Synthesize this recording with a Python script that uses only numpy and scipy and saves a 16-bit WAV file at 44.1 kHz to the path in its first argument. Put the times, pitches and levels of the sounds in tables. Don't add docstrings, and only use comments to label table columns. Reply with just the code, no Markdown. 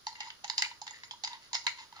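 import sys
import numpy as np
from scipy import signal
from scipy.fft import rfft, irfft
from scipy.io import wavfile

SR = 44100
rng = np.random.default_rng(int(sys.argv[2]) if len(sys.argv) > 2 else 0)


def pcm_store(signal):
    levels = np.round(np.clip(np.atleast_2d(signal), -1, 1) * 32767)
    wavfile.write(sys.argv[1], SR, levels.astype(np.int16).T)


N = 88200
T = np.arange(N) / SR

# frequency in Hz, relative level in dB.
HISS_COLOUR = [(25, -8), (60, -3.5), (130, -2.5), (250, -6.5), (550, -7), (900, -10), (1200, -2),
               (2500, -11.5), (4800, -2.5), (6800, -12), (8300, -28.5), (9800, -38), (10450, -9.5),
               (11400, -39.5), (13500, -34.5), (15100, -14), (16000, -40)]
# frequency in Hz, right over left in dB.
HISS_LEAN = [(40, 4), (200, 2.5), (5000, 1), (7500, 3.5), (10500, 14), (15000, 4)]
# start in seconds, length in seconds, resonance in Hz,
# then the levels of resonance, midrange and treble in dB.
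DIAL_RUBS = [(0.062, 0.048, 5200, -56, -66, -54), (0.169, 0.17, 897, -52.5, -54.5, -60.5),
             (0.438, 0.01, 732, -49, -59, -57), (0.571, 0.046, 5040, -45, -45, -46.5),
             (0.634, 0.028, 2280, -34, -39, -65), (0.933, 0.045, 1880, -48, -60, -69),
             (0.947, 0.13, 1970, -65, -64, -69.5), (1.29, 0.1, 950, -54.5, -54, -65),
             (1.402, 0.096, 1340, -80, -62.5, -67.5), (1.51, 0.055, 960, -63, -78, -68),
             (1.635, 0.033, 920, -53.5, -68, -55), (1.671, 0.031, 2270, -39, -60, -47),
             (1.764, 0.1, 939, -53, -54, -58), (1.94, 0.15, 1262, -57, -56, -68.5)]
# frequency in Hz, relative level in dB.
CONTACT_COLOUR = [(700, -23.5), (1100, -13.5), (1650, -4.5), (2050, 2), (2450, -10), (2800, -0.5),
                  (3300, -5), (3850, 1.5), (4200, 2.5), (4900, 4.5), (5900, -3.5), (6800, -3), (7900, -27),
                  (11000, -62)]
# start in seconds, relative levels of treble, knock and midrange
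# in dB, knock pitch in Hz, ping pitch in Hz, chatter decay in ms, then trims in dB for the low ring,
# the high ring and the ping.
CATCHES = [ (0.068, -25.5, -33, -41.5, 881, 4494, 2.3, -2, -2.5, 5),
           (0.1276, -40.5, -57, -74, 955, 4230, 1.7, 0, -1, 8),
           (0.153, -52, -61, -44.5, 920, 2850, 1.8, -2, 14, -10),
           (0.2044, -32, -43, -40.5, 837, 2870, 3.05, 4, 0, 4),
           (0.2703, -44, -46, -50.5, 944, 4900, 1.3, -1.5, 10, 9),
           (0.3028, -44.5, -67, -42, 935, 3000, 2.7, -15, -1, 19),
           (0.4433, -33, -37.5, -42, 819, 6600, 4.15, -15, -17, -6),
           (0.4783, -35.5, -63, -56, 835, 6900, 3.3, 1, 3, -6),
           (0.4988, -21.5, -39.5, -31, 904, 4780, 1.82, -17.5, -5, 5.5),
           (0.5342, -54, -49, -46, 960, 4670, 1.6, -7, -1, -4),
           (0.5799, -16.5, -44.5, -34.5, 860, 4800, 2.1, -27, -4, 6.5),
           (0.5914, -39, -43, -59, 940, 5270, 1.7, -6, 12, 20),
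           (0.6212, -20.5, -41, -26.5, 856, 6990, 3.23, -9, -19, -1),
           (0.6597, -46, -44.5, -57, 910, 4600, 4.5, -7, -22, -5),
           (0.712, -63, -47, -47.5, 938, 4300, 3.7, -6, -5, -2),
           (0.816, -30, -40, -57, 842, 6560, 2.5, -5, -3, -16),
           (0.8666, -40, -49, -48, 916, 6850, 3.6, 1.5, -10, 0),
           (0.8778, -33.5, -56, -42.5, 806, 3680, 2.6, -5, -3, 9.5),
           (0.9084, -36.5, -50.5, -45, 895, 6860, 0.87, -7, -3, 3.5),
           (1.0343, -41, -54, -44.5, 984, 1965, 2.1, -3.5, 5, 13),
           (1.1100, -38, -48.5, -51, 904, 3300, 4.3, -18, 6, 17),
           (1.1335, -45, -46.5, -62, 936, 3350, 2.4, -7, -15, -19),
           (1.2364, -27, -40, -48, 801, 4570, 6.2, -27, -6, 5),
           (1.2469, -28, -46, -36.5, 870, 4820, 2, -8.5, 0, 11),
           (1.2736, -34.5, -42.5, -44.5, 920, 4740, 5, -19, -4, 6.5),
           (1.3312, -41, -46.5, -49.5, 940, 3690, 2.2, -1.5, -27, 13.5),
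           (1.5308, -26, -40, -45.5, 920, 4050, 3.7, 6, 6, 6),
           (1.5430, -28.5, -46, -48, 733, 5050, 10.2, -10, 5, -1),
           (1.5501, -20.5, -38, -31, 985, 5350, 0.9, -37, 0, 5.5),
           (1.5525, -21, -42, -31.5, 966, 4130, 1.3, -1, -19, -16),
           (1.5662, -46, -76, -68, 900, 2010, 1.9, -3, -6, -11),
           (1.6664, -23, -33.5, -26, 950, 4103, 2.26, -3, -7, 3),
           (1.6691, -34.5, -40.5, -36.5, 918, 2950, 4.7, 4, -11, 12.5),
           (1.9246, -53.5, -49, -51, 916, 4700, 2.7, -11, 6, 3),
           (1.9642, -43.5, -52, -77, 830, 4230, 1.5, -11, -10, 10),
           (1.9894, -62, -52, -67, 877, 4030, 2.4, -7, -6, -6)]
# frequency in Hz, relative level in dB.
SNAP_COLOUR = [(5500, -22), (6900, -3.5), (7900, -18), (8700, 0), (9700, -23), (11000, -9.5), (13000, -54),
               (15200, -4), (16000, -24)]
# frequency in Hz, relative level in dB, seconds to fall 60 dB.
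STEEL_MODES = [(1380, -7, 0.11), (1927, -1, 0.13), (2000, -1, 0.12), (2080, 0, 0.12), (2215, 1, 0.11),
               (2800, 3, 0.07), (3690, -2, 0.08), (4085, 3, 0.1), (4215, 3, 0.08), (4755, 3, 0.09),
               (4880, 4, 0.09), (5015, 6, 0.1), (5365, -2, 0.09), (6740, -5, .11)]
# frequency in Hz, right over left in dB.
LOCK_LEAN = [(800, 3), (1300, -0.5), (2000, -2.5), (3000, 5), (4200, -1), (5500, 1.5), (6800, 16),
             (8500, 20), (15000, 14.5)]

HISS_DB, HISS_ALIKE_BELOW_HZ, HUM_HZ, HUM_DB = -60, 1100, 98.5, -80
SLIPS_PER_S, SLIP_SPREAD_DB, RUB_WIDTH_OCTAVES = 2900, 2.5, 0.16
CROSSOVER_HZ, CONTACT_ALIKE = 3410, 0.51
TREBLE_TRIM_DB, MID_TRIM_DB, KNOCK_TRIM_DB = -3, 8.5, 4.5
CONTACT_RISE_S, FIRM_DB, SOFT_SLOWING = 0.00063, -22.5, 0.2
PING_DECAY_S = 0.0015
SNAP_TRIM_DB, SHIMMER_HZ, SHIMMER_DB, SHIMMER_T60_S = 5, 15200, -24, 0.12
RATTLE_HZ, RATTLE_SHARE = 45, 0.75
LOW_RING_TRIM_DB, HIGH_RING_TRIM_DB = -6.5, -20.5
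GRIP_DETUNE, MODE_SCATTER_DB, PHASE_SPREAD_RAD = 0.0047, 3, 1
BODY_RISE_S, CASE_HZ, CASE_DB, CASE_T60_S = 0.0035, 953.4, -11, 0.17
ROOM_T60_S, ROOM_ONSET_S = 0.27, 0.00067
STEEL_LAG_S, CASE_LAG_S = 0.00019, 0.00013
LOW_CUT_HZ, TOP_CUT_HZ = 648, 15950


def from_db(db):
    return 10 ** (np.asarray(db) / 20)


def rms_one(x):
    return x / np.sqrt(np.mean(x ** 2) + 1e-20)


def colour(x, points, share=1):
    size = 2 * x.shape[-1]
    hz, db = np.transpose(points)
    curve = np.interp(np.log(np.fft.rfftfreq(size, 1 / SR) + 1), np.log(hz), db)
    return irfft(rfft(x, size) * from_db(share * curve), size)[..., :size // 2]


def band(x, hz, kind, order=2):
    return signal.sosfilt(signal.butter(order, hz, kind, fs=SR, output="sos"), x + 1e-18)


def add(out, start_s, x):
    i = int(start_s * SR)
    out[..., i:i + x.shape[-1]] += x[..., :max(N - i, 0)]


def stereo_noise(alike, size):
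    shared, *own = rng.standard_normal((3, size))
    return np.sqrt(alike) * shared + np.sqrt(1 - alike) * np.array(own)


def lean_right(pair, lean):
    return np.array([colour(pair[0], lean, -0.41), colour(pair[1], lean, 0.54)])


def left_later(pair, lag_s):
    return np.array([np.interp(T - lag_s, T, pair[0]), pair[1]])


def hiss_and_hum():
    lows = band(stereo_noise(0.21, N), HISS_ALIKE_BELOW_HZ, "low")
    highs = band(stereo_noise(0, N), HISS_ALIKE_BELOW_HZ, "high")
    hiss = lean_right(colour(lows + highs, HISS_COLOUR), HISS_LEAN)
    hum = np.sin(2 * np.pi * HUM_HZ * T)
    return from_db(HISS_DB) * rms_one(hiss) + from_db(HUM_DB) * rms_one(hum)


def metal_contact(force):
    contact = colour(force, CONTACT_COLOUR)
    return [rms_one(band(contact, CROSSOVER_HZ, side, order=4)) for side in ("low", "high")]


def dial_rubs():
    slips = rng.random(N) < SLIPS_PER_S / SR
    strength = from_db(SLIP_SPREAD_DB * rng.standard_normal(N).clip(-2, 2))
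    grains = slips * strength * stereo_noise(CONTACT_ALIKE, N)
    mid, treble = metal_contact(grains)
    steel, hollow = np.zeros((2, N)), np.zeros(N)
    for start_s, length_s, hz, resonance_db, mid_db, treble_db in DIAL_RUBS:
        swell = np.sin(np.pi * np.clip((T - start_s) / length_s, 0, 1) ** 0.74)
        steel += swell * (from_db(mid_db) * mid + from_db(treble_db) * treble)
        edges_hz = hz * 2 ** (RUB_WIDTH_OCTAVES * np.array([-.5, .5]))
        hollow += swell * from_db(resonance_db) * rms_one(band(grains[0], edges_hz, "band"))
    return steel, hollow


def chatter(fade, mid_db, treble_db):
    mid, treble = metal_contact(stereo_noise(CONTACT_ALIKE, len(fade)) * fade)
    return (from_db(mid_db) * mid + from_db(treble_db) * treble) * np.sqrt(np.mean(fade ** 2))


def loose_tone(phase):
    size = phase.shape[-1]
    a, b = band(rng.standard_normal((2, 2 * size)), RATTLE_HZ, "low")[:, size:]
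    rattle = rms_one(a) * np.sin(phase) + rms_one(b) * np.cos(phase)
    return np.sqrt(1 - RATTLE_SHARE) * np.sin(phase) + np.sqrt(RATTLE_SHARE / 2) * rattle


def snap(t, fade):
    burst = rms_one(colour(stereo_noise(CONTACT_ALIKE, len(t)), SNAP_COLOUR)) * fade
    shimmer = from_db(SHIMMER_DB - 60 * t / SHIMMER_T60_S) * loose_tone(2 * np.pi * SHIMMER_HZ * t)
    return burst + shimmer


def steel_ring(t, low_db, high_db):
    ring = np.zeros((2, len(t)))
    for hz, mode_db, t60_s in STEEL_MODES:
        drive_db = low_db + LOW_RING_TRIM_DB if hz < CROSSOVER_HZ else high_db + HIGH_RING_TRIM_DB
        held_hz = hz * (1 + GRIP_DETUNE * rng.standard_normal())
        phase = 2 * np.pi * (held_hz * t + rng.random())
        side_db = drive_db + mode_db + MODE_SCATTER_DB * rng.standard_normal((2, 1))
        side_phase = phase + PHASE_SPREAD_RAD * rng.standard_normal((2, 1))
        ring += from_db(side_db - 60 * t / t60_s) * loose_tone(side_phase)
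    return ring * (1 - np.exp(-t / BODY_RISE_S))


def case_knock(t, hz):
    thud = (t / BODY_RISE_S * np.exp(1 - t / BODY_RISE_S)) ** 2 * np.sin(2 * np.pi * hz * t)
    ring = from_db(CASE_DB - 60 * t / CASE_T60_S) * np.sin(2 * np.pi * CASE_HZ * t)
    return thud + ring * (1 - np.exp(-t / BODY_RISE_S))


def wheel_catches():
    steel, knocks, t = np.zeros((2, N)), np.zeros(N), T[:N // 6]
    for (start_s, treble_db, knock_db, mid_db, knock_hz, ping_hz, chatter_ms,
         low_ring_db, high_ring_db, ping_db) in CATCHES:
        rise_s = CONTACT_RISE_S * from_db(SOFT_SLOWING * (FIRM_DB - treble_db))
        touch = 1 - np.exp(-t / rise_s)
        fade = touch * np.exp(-1000 * t / chatter_ms)
        ping = touch * np.exp(-t / PING_DECAY_S) * rms_one(np.sin(2 * np.pi * ping_hz * t))
        catch = chatter(fade, mid_db + MID_TRIM_DB, treble_db + TREBLE_TRIM_DB)
        catch += from_db(treble_db + TREBLE_TRIM_DB + ping_db) * ping
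        catch += from_db(treble_db + mid_db + SNAP_TRIM_DB) * snap(t, fade)
        catch += steel_ring(t, mid_db + low_ring_db, treble_db + high_ring_db)
        add(steel, start_s, catch)
        add(knocks, start_s, from_db(knock_db + KNOCK_TRIM_DB) * case_knock(t, knock_hz))
    return steel, knocks


def room(direct, tail_db, alike):
    t = T[:N // 3]
    onset = 1 - np.exp(-(t / ROOM_ONSET_S) ** 2)
    decay = stereo_noise(alike, len(t)) * from_db(-60 * t / ROOM_T60_S) * onset
    tail = signal.fftconvolve(np.atleast_2d(direct), rms_one(decay) / np.sqrt(len(t)), axes=1)
    return direct + from_db(tail_db) * tail[:, :N]


def scene():
    catch_steel, knocks = wheel_catches()
    rub_steel, hollow = dial_rubs()
    steel = room(catch_steel + rub_steel, tail_db=-6, alike=0.1)
    case = room(knocks + hollow, tail_db=-9, alike=1.0)
    lock = left_later(steel, STEEL_LAG_S) + left_later(case, CASE_LAG_S)
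    return lean_right(band(lock, LOW_CUT_HZ, "high", order=6), LOCK_LEAN) + hiss_and_hum()


def record(dry):
    return signal.sosfiltfilt(signal.ellip(10, .1, 60, TOP_CUT_HZ, fs=SR, output="sos"), dry)


dry = scene()
out = record(dry)
pcm_store(out)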